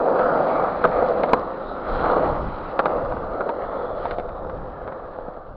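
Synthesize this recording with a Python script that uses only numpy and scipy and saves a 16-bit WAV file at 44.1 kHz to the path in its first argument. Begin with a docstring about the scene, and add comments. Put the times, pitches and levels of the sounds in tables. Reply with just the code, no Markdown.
"""A skateboard drums and rattles over concrete, then slowly pulls away.
Grit under the wheels forces the deck to vibrate at its resonances; the drumming sinks whenever the
rider's weight leaves the deck, and rough stretches rattle and rasp. At joints and cracks the wheels
clack and rebound. Sand grains tick, faint narrow bands of noise swell and fade over the rolling,
and gusts buffet the microphone."""
import sys
import numpy as np
from scipy import signal
from scipy.fft import rfft, irfft, next_fast_len
from scipy.io import wavfile
from scipy.ndimage import uniform_filter1d, map_coordinates

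SR = 44100
rng = np.random.default_rng(int(sys.argv[2]) if len(sys.argv) > 2 else 0)


def transcribe(signal):
    """Save signal, clipped to [-1, 1], as a 16-bit WAV file at the path in sys.argv[1]."""
    frames = np.atleast_2d(signal).T
    limited = np.clip(frames, -1, 1)
    pcm = np.round(limited * 32767).astype(np.int16)
    wavfile.write(sys.argv[1], SR, pcm)


N = 245195


def amp(db):
    """Amplitude ratio of a level in decibels."""
    return 10 ** (np.asarray(db) / 20)


def unit(x):
    """Normalisation to rms 1."""
    return x / np.sqrt(np.mean(x ** 2) + 1e-20)


def wobble(rate):
    """Smooth random modulation: a spline through `rate` Gaussian values a second."""
    return map_coordinates(rng.standard_normal(int(N * rate / SR) + 4), [np.arange(N) * rate / SR])


def arch(start, end):
    """Envelope close to a half sine: from 0 to 1 and back between two times."""
    progress = np.clip((np.arange(N) / SR - start) / (end - start), 0, 1)
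    return np.abs(np.sin(np.pi * progress)) ** 1.07


def swells(rows):
    """Superposed arches, one per row (start, end, heights): a curve for each column of heights."""
    return sum(np.outer(heights, arch(start, end)) for start, end, *heights in rows)


def response(spectrum, resonances=(), size=8192):
    """Minimum-phase impulse response of a spectrum with resonance peaks, by the folded cepstrum."""
    hz = np.fft.rfftfreq(size, 1 / SR)
    f, level = np.transpose(spectrum)
    db = np.interp(np.log(hz + 1), np.log(f + 1), level)
    for centre, width, lift in resonances:
        db = db + lift / (1 + (2 * (hz - centre) / width) ** 2)
    cepstrum = irfft(np.log(amp(db)))
    cepstrum[1:size // 2] *= 2
    cepstrum[size // 2 + 1:] = 0
    return irfft(np.exp(rfft(cepstrum)))[:size // 2]


def coloured(x, spectrum, resonances=()):
    """Source and filter: the excitation x convolved with an impulse response, at rms 1."""
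    return unit(signal.fftconvolve(x, response(spectrum, resonances))[:len(x)])


# spectrum of the wind's pressure (f/Hz, relative level/dB)
BUFFET_SPECTRUM = [(8, -13), (22, 2.5), (45, -5.5), (80, -8), (140, -13), (300, -23), (800, -61)]
# gusts over a light breeze (start t/s, end t/s, lift/dB)
GUSTS = [(0.54, 1.2, 6), (1.84, 2.14, 18), (2.14, 2.68, 16.5), (2.9, 3.42, 12.5), (3.62, 4.42, 7),
         (4.2, 5.0, 8.5)]
def wind(breeze_db=-44):
    """Turbulence: eddies press on the microphone port, harder in each gust."""
    gust_db, = swells(GUSTS)
    eddies_db = 2.2 * wobble(13)
    return amp(breeze_db + gust_db + eddies_db) * coloured(rng.standard_normal(N), BUFFET_SPECTRUM)


# faint narrow bands of noise (start t/s, end t/s, centre f/Hz, bandwidth/Hz, level/dB)
NOISE_BANDS = [(0.0, 0.614, 4640, 407, -64.5), (0.42, 0.72, 2160, 350, -47), (1.61, 1.78, 3810, 500, -56.5),
               (3.546, 4.153, 3450, 304, -63), (4.203, 5.5, 1650, 300, -55)]
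def noise_bands():
    """Band-pass filtering: faint narrow bands of noise swell and fade over the rolling."""
    out = np.zeros(N)
    for start, end, hz, width, db in NOISE_BANDS:
        bandpass = signal.butter(2, [hz - width / 2, hz + width / 2], "bandpass", fs=SR)
        band = signal.lfilter(*bandpass, rng.standard_normal(N))
        out += amp(db) * arch(start, end) * unit(band)
    return out


# spectrum of a bursting grain (f/Hz, relative level/dB)
GRAIN_SPECTRUM = [(1500, -20.5), (3000, -3), (4200, -3), (5200, -11), (6200, -13)]
# single grains cracking (t/s, peak level/dB)
GRAIN_BURSTS = [(0.640, -28), (1.088, -24.5), (1.396, -28), (2.587, -36), (3.099, -36)]
def sand_ticks():
    """Brittle fracture: a grain of sand bursts in one impulse, heard as a tiny bright tick."""
    impulses = np.zeros(N)
    for start, db in GRAIN_BURSTS:
        impulses[round(start * SR)] = amp(db)
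    tick = response(GRAIN_SPECTRUM)[:512]
    return signal.fftconvolve(impulses, tick / np.abs(tick).max())[:N]


def grit(rate, spread_db):
    """Shot noise: the force of tiny random contacts, `rate` a second, log-normal in size."""
    touch = rng.random(N) < rate / SR
    return unit(touch * rng.choice([-1, 1], N) * amp(spread_db * rng.standard_normal(N)))


# spectra of the sand's rasp and the wheels' hiss (f/Hz, relative level/dB)
RASP_SPECTRUM = [(900, -16), (1600, 4.5), (2100, 0), (2500, -6.5), (3000, -11), (4000, -22), (5500, -46.5)]
HISS_SPECTRUM = [(1500, -14), (2600, -3.5), (3300, -0.5), (3650, -2), (4000, 2), (4500, -5), (5000, -15),
                 (5500, -23), (6200, -45.5)]
def crushed_sand(near_db, unload_db, sandy_db):
    """Direct radiation: sand crushed under the wheels is too fine to shake the deck."""
    load_db = -.32 * unload_db
    rasp_db = -50.5 + near_db + load_db + sandy_db + 2.3 * wobble(22)
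    hiss_db = -58 + .83 * near_db + load_db + .94 * sandy_db + .79 * wobble(19)
    rasp = amp(rasp_db) * coloured(grit(rate=5500, spread_db=5.5), RASP_SPECTRUM)
    hiss = amp(hiss_db) * coloured(grit(rate=9000, spread_db=6.5), HISS_SPECTRUM)
    return rasp + hiss


# resonances of the deck and trucks (f/Hz, bandwidth/Hz, lift/dB)
DECK_MODES = [(160.6, 20, 5.5), (501.7, 84, 8.5), (687, 78, 2.5), (1175, 220, 4), (1406, 170, 3.5)]
# spectra of the deck's rumble and drumming and the wheels' rattle (f/Hz, relative level/dB)
RUMBLE_SPECTRUM = [(60, -31), (120, -10), (180, 2.5), (320, 5), (420, 2), (700, -48)]
DRUM_SPECTRUM = [(150, -31.5), (300, -10), (430, -6.5), (600, 0.5), (800, -4), (1000, -16), (1400, -28),
                 (2500, -58)]
RATTLE_SPECTRUM = [(500, -25), (800, 1.5), (1000, -2), (1300, -1.5), (1550, -11.5), (1800, -18.5),
                   (2300, -36.5), (3200, -48), (5500, -72)]
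def deck_vibration(near_db, unload_db, coarse_db):
    """Forced vibration: grit drives the deck's modes, harder under load. Returns (lows, rattle)."""
    drum_db = -21.5 + near_db - unload_db
    rattle_db = -29 + near_db - .41 * unload_db + coarse_db
    rumble_db = -33 + near_db - .43 * unload_db
    drum = amp(drum_db) * coloured(grit(rate=7000, spread_db=3), DRUM_SPECTRUM, DECK_MODES)
    rattle = amp(rattle_db) * coloured(grit(rate=3000, spread_db=3), RATTLE_SPECTRUM, DECK_MODES)
    rumble = amp(rumble_db) * coloured(grit(rate=4000, spread_db=3), RUMBLE_SPECTRUM, DECK_MODES)
    return drum + rumble, rattle


def beaming(x, depth_db, size=1024):
    """Directivity: narrow bands swell and fade at random as the board turns against the microphone."""
    spectra = signal.stft(x, nperseg=size)[2]
    field = rng.standard_normal(spectra.shape)
    for _ in range(2):
        field = uniform_filter1d(field, size=7, axis=0)  # across frequency
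        field = uniform_filter1d(field, size=20, axis=1)  # across time
    return signal.istft(spectra * amp(depth_db * unit(field)), nperseg=size)[1][:N]


# fading as the board pulls away (t/s, relative level/dB)
RECESSION = [(0.0, -2), (0.12, -1), (0.39, 2.5), (0.55, 0.5), (1.1, 0), (2.25, -0.5), (3.05, -4), (4.0, -9),
             (4.3, -12), (5.25, -15), (5.56, -20.5)]
# the rider takes weight off the deck to push or shift (start t/s, end t/s, drop of the drumming/dB)
UNLOADS = [(0.64, 0.88, 5), (1.28, 2.12, 13.5), (2.28, 2.88, 12), (3.0, 3.44, 3.5), (4.17, 4.45, 3.5),
           (4.58, 4.86, 1.5)]
# rough stretches of the slab (start t/s, end t/s, lift of the rattle/dB, lift of the rasp/dB)
ROUGH_STRETCHES = [(0.14, 0.36, 4.5, 3.5), (0.36, 0.64, -2, 3.5), (0.54, 0.8, 4, 1), (0.9, 1.12, 3, 3),
                   (1.82, 2.12, 4, 11), (2.02, 2.2, 7, 6), (2.4, 2.88, 1, 6), (3.55, 3.98, 5.5, 1.5),
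                   (3.92, 4.2, 4, 9), (4.82, 5.1, 3, 0)]
def rolling():
    """Rolling noise: its level follows distance, load and roughness; uneven wheels make it flutter."""
    near_db = np.interp(np.arange(N) / SR, *np.transpose(RECESSION))
    unload_db, = swells(UNLOADS)
    coarse_db, sandy_db = swells(ROUGH_STRETCHES)
    flutter = amp(.45 * wobble(35) + .6 * wobble(130))
    lows, rattle = deck_vibration(near_db, unload_db, coarse_db)
    sand = crushed_sand(near_db, unload_db, sandy_db)
    # short waves beam more than long ones
    return flutter * (beaming(lows, depth_db=1.05) + beaming(rattle + sand, depth_db=1.75))


def impact(spectrum, resonances, chatter, t60, size=2048):
    """Impulse excitation: a sharp push, then decaying chatter, with the energy of 5 ms at rms 1."""
    t = np.arange(size) / SR
    push = coloured(1. * (t == 0), spectrum, resonances)
    settle = coloured(rng.standard_normal(size) * amp(-60 * t / t60), spectrum, resonances)
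    return unit(push + chatter * settle) * np.sqrt(.005 * SR / size)


# spectra of the deck's thud, the truck's knock and the edge's snap (f/Hz, relative level/dB)
THUD_SPECTRUM = [(60, -33.5), (170, -12), (300, -10), (480, -6), (680, -3), (850, -9.5), (1100, -22),
                 (1800, -47.5), (4000, -65.5)]
KNOCK_SPECTRUM = [(450, -33), (750, -12), (930, 8.5), (1200, 0.5), (1480, -0.5), (1620, -6), (1850, -28),
                  (2600, -32), (5500, -67.5)]
SNAP_SPECTRUM = [(900, -17.5), (1600, 9), (2100, 6.5), (2700, -5), (3300, -8.5), (3650, -5), (4200, -10),
                 (5200, -26), (6200, -42)]
# wheels strike a joint, crack or pebble
# (t/s, thud level/dB, knock level/dB, snap level/dB, loss per rebound/dB, lift of the truck's ring/dB)
STRIKES = [(0.193, -15.5, -22, -37, 9, 2), (0.404, -15, -31, -51, 2.5, 1),
           (0.841, -16.5, -13, -32, -1, -0.5), (0.852, -14.5, -15.5, -35, 3.5, 1),
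           (1.024, -13.5, -40, -55, 4, -2), (1.235, -18.5, -23.5, -29, 1.5, 3),
           (1.294, -39, -33, -39, 14, 2), (1.333, -5, -7.5, -24, 5.5, 4), (2.059, -26, -21, -45, 11, 0),
           (2.168, -18.5, -30, -48, 4.5, 0), (2.195, -19, -29, -52, 10.5, 0),
           (2.792, -14, -13.5, -23, 2.5, -9), (2.857, -14.5, -15, -30, 4, -8),
           (3.122, -23, -25.5, -45, 9, 3), (3.169, -25, -30.5, -61, 8, -1),
           (3.407, -22.5, -22.5, -44, 0.5, -12), (3.492, -24.5, -21, -38.5, 4, 3),
           (4.054, -21.5, -21, -36, 13, 9), (4.11, -25, -27, -34, 8, -3), (4.184, -19, -36, -41, 12, 0),
           (4.198, -21.5, -36, -40.5, 12, -1), (4.291, -34, -41, -47.5, 10, -8),
           (4.497, -29, -32.5, -47.5, 11, 4), (4.816, -32, -38, -70, 12.5, 0),
           (4.877, -28.5, -31.5, -46, 1, 2), (4.922, -30, -33, -48, 9, -1), (5.187, -25, -38, -64, 9, 0),
           (5.283, -27, -46, -60, 4, 0), (5.372, -32.5, -44, -66, 10, 1)]
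def clacks(contacts=3, rebound_s=.0047, truck_hz=933, truck_width_hz=260):
    """Impact and rebound: at each contact the deck thuds, the truck knocks, the concrete edge snaps."""
    out = np.zeros(N + SR)
    for start, thud_db, knock_db, snap_db, loss_db, ring_db in STRIKES:
        flights = rebound_s * np.exp(.12 * rng.standard_normal(contacts))
        # the truck rings more or less by where it is struck
        truck_modes = [*DECK_MODES, (truck_hz, truck_width_hz, ring_db)]
        for k in range(contacts):
            thud = amp(thud_db) * impact(THUD_SPECTRUM, DECK_MODES, chatter=.5, t60=.027)
            # each rebound is softer, so knock and snap fall faster than the thud
            knock = amp(knock_db - 2 * k) * impact(KNOCK_SPECTRUM, truck_modes, chatter=.9, t60=.03)
            snap = amp(snap_db - 5.5 * k) * impact(SNAP_SPECTRUM, (), chatter=1.1, t60=.04)
            onset = round((start + flights[:k].sum()) * SR)
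            out[onset:onset + len(thud)] += amp(-k * loss_db) * (thud + knock + snap)
    return out[:N]


def scene():
    """Superposition: board and wind add at one microphone in the open."""
    return (rolling() + noise_bands() + clacks() + sand_ticks() + wind())[None]


def low_pass(x, top_hz, taper_hz=900):
    """Band limiting: the gain falls linearly over taper_hz to zero at top_hz."""
    size = next_fast_len(N + SR // 2)
    hz = np.fft.rfftfreq(size, 1 / SR)
    gain = np.clip((top_hz - hz) / taper_hz, 0, 1)
    return irfft(rfft(x, size) * gain, size)[:, :N]


def record(dry, overload=.81, ceiling=.71):
    """Saturation: a narrow-band microphone rounds hard clacks; peaks that still clip splash treble."""
    rounded = dry / (1 + np.abs(dry / overload) ** 4) ** (1 / 4)
    narrow = low_pass(rounded, top_hz=6100)
    return low_pass(np.clip(narrow, -ceiling, ceiling), top_hz=16000)


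dry = scene()
out = record(dry)
transcribe(out)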